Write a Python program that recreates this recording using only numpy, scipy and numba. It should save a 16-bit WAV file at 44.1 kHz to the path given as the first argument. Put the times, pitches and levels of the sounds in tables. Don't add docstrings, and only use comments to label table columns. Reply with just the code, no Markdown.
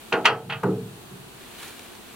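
import sys
import numpy as np
from scipy import signal
from scipy.fft import rfft, irfft
from scipy.io import wavfile
from scipy.ndimage import uniform_filter1d
from numba import njit

SR = 44100
rng = np.random.default_rng(int(sys.argv[2]) if len(sys.argv) > 2 else 0)


def master(y):
    cut = np.clip(np.atleast_2d(y).T, -1, 1)
    pcm = np.round(cut * 32767)
    wavfile.write(sys.argv[1], SR, pcm.astype(np.int16))


N = 94815


def undb(db):
    return 10 ** (np.asarray(db) / 20)


def at(table, hz, column=1):
    rows = np.array(table, float)
    return np.interp(np.log(hz + 1e-9), np.log(rows[:, 0]), rows[:, column])


def stereo(mid, side):
    return np.array([mid + side, mid - side])


def hiss(table):
    hz = np.arange(N // 2 + 1) * SR / N
    white = rfft(rng.standard_normal((2, N)))
    mid, side = white * undb(at(table, hz)) * np.sqrt(SR / 2)
    side = side * undb(at(table, hz, column=2))
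    return irfft(stereo(mid, side), N)


# [f/Hz, relative density/dB, side re mid/dB]
AIR_SPECTRUM = [(25, -4, -20), (70, 1.5, -10), (110, 3, -10), (170, 1.5, -3), (222, 8, -5.5), (292, 1.5, 0),
                (350, 7, 0), (435, 3, -6), (574, -4.5, -2), (650, 0, -4), (1590, -5, 0), (2120, -10, -1),
                (2500, -7, 1), (4320, -9, 0.5), (5130, -16, -0.5), (8700, -12, 0), (15700, -17, 0.5)]
AIR_DB = -81.5


def air():
    return undb(AIR_DB) * hiss(AIR_SPECTRUM)


# [t/s, relative level/dB]
SLEEVE_LEVEL = [(0, -9), (1.25, -24), (1.42, -6), (1.5, -6), (1.57, -2), (1.63, 3), (1.69, 1), (1.74, -3.5),
                (1.84, -4.5), (2.0, -10), (2.15, -6.5)]
# [f/Hz, relative density/dB, side re mid/dB]
CLOTH_SPECTRUM = [(150, -22, -28), (350, 4.5, -10), (510, -4.5, -10), (710, -2.5, -19), (1500, -0.5, -10),
                  (2110, -2, -11), (2350, 0.5, -11), (4270, -5, -1), (5150, -11.5, -3.5), (9900, -10, 0.5),
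                  (15500, -15, -1)]
CLOTH_DB, CRINKLE_DEPTH, CRINKLE_S = -80, 0.15, 0.0022


def jacket(t):
    grain = uniform_filter1d(rng.standard_normal(N), max(2, int(CRINKLE_S * SR)))
    crinkle = np.exp(CRINKLE_DEPTH * grain / grain.std())
    level_db = CLOTH_DB + np.interp(t, *np.array(SLEEVE_LEVEL).T)
    return hiss(CLOTH_SPECTRUM) * undb(level_db) * crinkle


def contact(hz, bass_hz, treble_hz, bass_order=1.53, treble_order=3.2):
    bass_loss = 1 + (bass_hz / hz) ** (2 * bass_order)
    treble_loss = 1 + (hz / treble_hz) ** (2 * treble_order)
    return 1 / np.sqrt(bass_loss * treble_loss)


# [f/Hz, relative density/dB, t60/s]
PLATE_MODES = [(80, -24, 0.48), (116, 0.5, 0.85), (214, -3, 0.93), (302, -7, 0.62), (518, -3, 0.47),
               (524, -12, 0.66), (790, -3, 0.29), (1560, -5, .24), (2080, -8, 0.19), (3170, -6.5, 0.19),
               (3600, -18.5, 0.14), (4600, -17.5, 0.18), (4950, -21.5, 0.15), (6140, -17.5, 0.081),
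               (9100, -26.5, 0.13), (14900, -33, .07)]
# [f/Hz, side level/dB]
RING_SPREAD = [(100, -34), (500, -22.5), (1300, -11.5), (3000, -9.5), (6000, -10), (11000, 6)]
PLATE_DB = -37
CRACK_DB, CRACK_S = -1.5, 0.0088


def plate(bass_hz, treble_hz, size=32768, edge_count=27):
    t = np.arange(size) / SR
    hz = (np.arange(size // 2 + 1) + .5) * SR / size
    mid, side = np.exp(2j * np.pi * rng.random((2, len(hz))))
    wash = stereo(mid, side * undb(at(RING_SPREAD, hz)))
    wash = wash * undb(at(PLATE_MODES, hz) + PLATE_DB) * contact(hz, bass_hz, treble_hz)
    wash = wash * np.sqrt(size * SR / 2)
    edges_hz = np.geomspace(45, 16000, edge_count)
    ring = 0
    for lo, hi in zip(edges_hz, edges_hz[1:]):
        t60 = at(PLATE_MODES, np.sqrt(lo * hi), column=2)
        band = irfft(wash * ((hz >= lo) & (hz < hi)))
        ring = ring + band * np.exp(-np.log(1000) * t / t60)
    return ring * (1 + undb(CRACK_DB) * np.exp(-t / CRACK_S))


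MODES_DB = -2


def modes(table, bass_hz, treble_hz, size=32768, detune=0.0017):
    t = np.arange(size, dtype=np.float32)[None] / SR
    hz, db, t60 = np.array(table, np.float32).T[:, :, None]
    shift, lean = rng.standard_normal((2, len(hz), 1))
    phase = 2 * np.pi * (hz * (1 + detune * shift) * t + rng.random(hz.shape))
    ring = np.sin(phase.astype(np.float32)) * np.exp(-np.log(1000) * t / t60)
    pan = stereo(0.84, lean * undb(at(RING_SPREAD, hz)))
    gain = undb(db + MODES_DB) * contact(hz, bass_hz, treble_hz) * pan
    return gain[:, :, 0] @ ring


# [t/s, relative level/dB, contact bass cut f/Hz, contact treble cut f/Hz, push build-up/s, hull drive/dB]
CANOE_BLOWS = [ (.1225, -13, 395, 1450, 0.002, -2.5), (.1258, -14.5, 1390, 5200, 0.00038, 2),
               (0.1326, -12.5, 209, 1420, 0.0021, -2.5), (.138, -14.5, 600, 2080, .002, -2.5),
               (0.179, -21, 380, 520, 0.0012, 3), (0.245, -18, 2000, 4250, 0.0029, -18),
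               (.251, -4, 806, 2350, 0.0024, -8), (.254, 0, 1040, 7000, 0.0015, -7.5),
               (.262, -5.5, 2480, 3600, 0.0013, 9), (.273, -5.5, 990, 1120, 0.0014, -10),
               (0.298, -15.5, 483, 860, .002, 2.5), (0.309, -23, 60, 153, .008, 6),
               (0.453, -19.5, 60, 169, 0.0098, 3), (0.494, -20.5, 634, 1360, 0.0023, -10),
               (.4985, -13, 1900, 3270, 0.0022, -2), (.521, -13.5, 1790, 3160, 0.002, 0),
               (.548, -28.5, 60, 132, 0.0046, 12), (0.6313, -11, 764, 1245, 0.0026, 1),
               (.639, -15, 144, 460, 0.0013, 7), (0.668, -13, 496, 486, 0.0017, 10),
               (0.69, -13.5, 130, 325, 0.0013, 3.5), (.74, -25, 400, 420, 0.0023, 9.5),
               (.922, -34, 58.7, 152, 0.0026, 6), (0.953, -40, 250, 393, 0.0065, 6),
               (1.108, -34, 128, 250, 0.0085, 9), ]
# [nominal f/Hz, relative level/dB, t60/s]
PANEL_MODES = [ (109.7, -16.5, 0.74), (119.7, -15.5, 1), (134.1, -16, 0.88), (147.2, -13, 0.68),
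               (185.3, -8, 0.48), (252.2, -16.5, 0.56), (314, -11, 0.29), (384.2, -6, 0.26),
               (403, -16, 0.14), (416, -8.5, .4), (440.8, -10.5, 0.34), (455.1, -6.5, 0.45),
               (471.6, -12, 0.25), (512.7, -12, 0.19)]
# [nominal f/Hz, relative level/dB, t60/s]
GUNWALE_MODES = [ (645.7, -12.5, .36), (736, -20, 0.58), (794, -17, 0.3), (841, -13, 0.32),
                 (883, -16.5, 0.38), (926, -12.5, 0.23), (1216, -16.5, 0.28), (1301, -14.5, 0.31),
                 (1432, -8, 0.17), (1510, -11, 0.12), (1921, -13.5, 0.14), (2113, -12, 0.061),
                 (2575, -11, .16), (2667, -9, 0.09), (2823, -12.5, 0.15), (2810, -10, 0.081),
                 (3214, -18.5, 0.22), (3293, -12.5, 0.073), (3700, -16.5, 0.13), (4086, -15.5, 0.071),
                 (4240, -20, 0.13), (4330, -19.5, 0.099), (4784, -21.5, 0.084), (5340, -32, 0.083),
                 (5600, -33, 0.24)]
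LEFT_LAG_S, LEFT_GAIN_DB = .00003, -0.48
HULL_CUT_HZ = 96


def canoe():
    out = np.zeros((2, 2 * N))
    for start, db, bass_hz, treble_hz, build_s, hull_db in CANOE_BLOWS:
        wash = plate(bass_hz, treble_hz)
        rail = modes(GUNWALE_MODES, bass_hz, treble_hz)
        hull = undb(hull_db) * modes(PANEL_MODES, bass_hz, treble_hz)
        ring = wash + rail + hull
        age = np.arange(ring.shape[1]) / SR
        i = int(start * SR)
        out[:, i:i + len(age)] += undb(db) * ring * (1 - np.exp(-age / build_s))
    hz = np.arange(N + 1) * SR / (2 * N)
    lag = np.exp(-2j * np.pi * hz * LEFT_LAG_S)
    left = undb(LEFT_GAIN_DB) * irfft(rfft(out[0]) * lag)
    heard = np.array([left, out[1]])[:, :N]
    return signal.sosfilt(signal.butter(4, HULL_CUT_HZ, "high", fs=SR, output="sos"), heard)


# [t/s, level/dB, centre f/Hz]
DRY_TICKS = [(.634, -40.5, 5340), (1.632, -38.5, 1900), (1.68, -41, 3800), (1.793, -40, 2170),
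             (1.951, -41.5, 1690)]
TICK_S = .005


def ticks(t, width=0.54):
    out = 0
    for start, db, hz in DRY_TICKS:
        band = signal.butter(1, [hz / 2, min(hz * 2, SR / 2 - 1)], "band", fs=SR, output="sos")
        mid, side = signal.sosfilt(band, rng.standard_normal((2, N)))
        decay = (t >= start) * np.exp(-abs(t - start) / TICK_S)
        out = out + stereo(mid, width * side) / mid.std() * undb(db) * decay
    return out


def scene():
    t = np.arange(N) / SR
    return air() + jacket(t) + canoe() + ticks(t)


@njit
def follow(x, attack, release):
    out, e = np.empty(len(x)), 0.
    for i in range(len(x)):
        e += (x[i] - e) * (attack if x[i] > e else release)
        out[i] = e
    return out


LIMIT_DB, RATIO, ATTACK_S, RELEASE_S = -17.5, 1.478, 0.00089, 0.32
TOP_HZ = 15800


def record(dry):
    attack = 1 - np.exp(-1 / (ATTACK_S * SR))
    release = 1 - np.exp(-1 / (RELEASE_S * SR))
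    peak = follow(abs(dry).max(axis=0), attack, release)
    gain = np.maximum(peak / undb(LIMIT_DB), 1) ** (1 / RATIO - 1)
    return signal.sosfilt(signal.ellip(10, .1, 90, TOP_HZ, fs=SR, output="sos"), dry * gain)


dry = scene()
out = record(dry)
master(out)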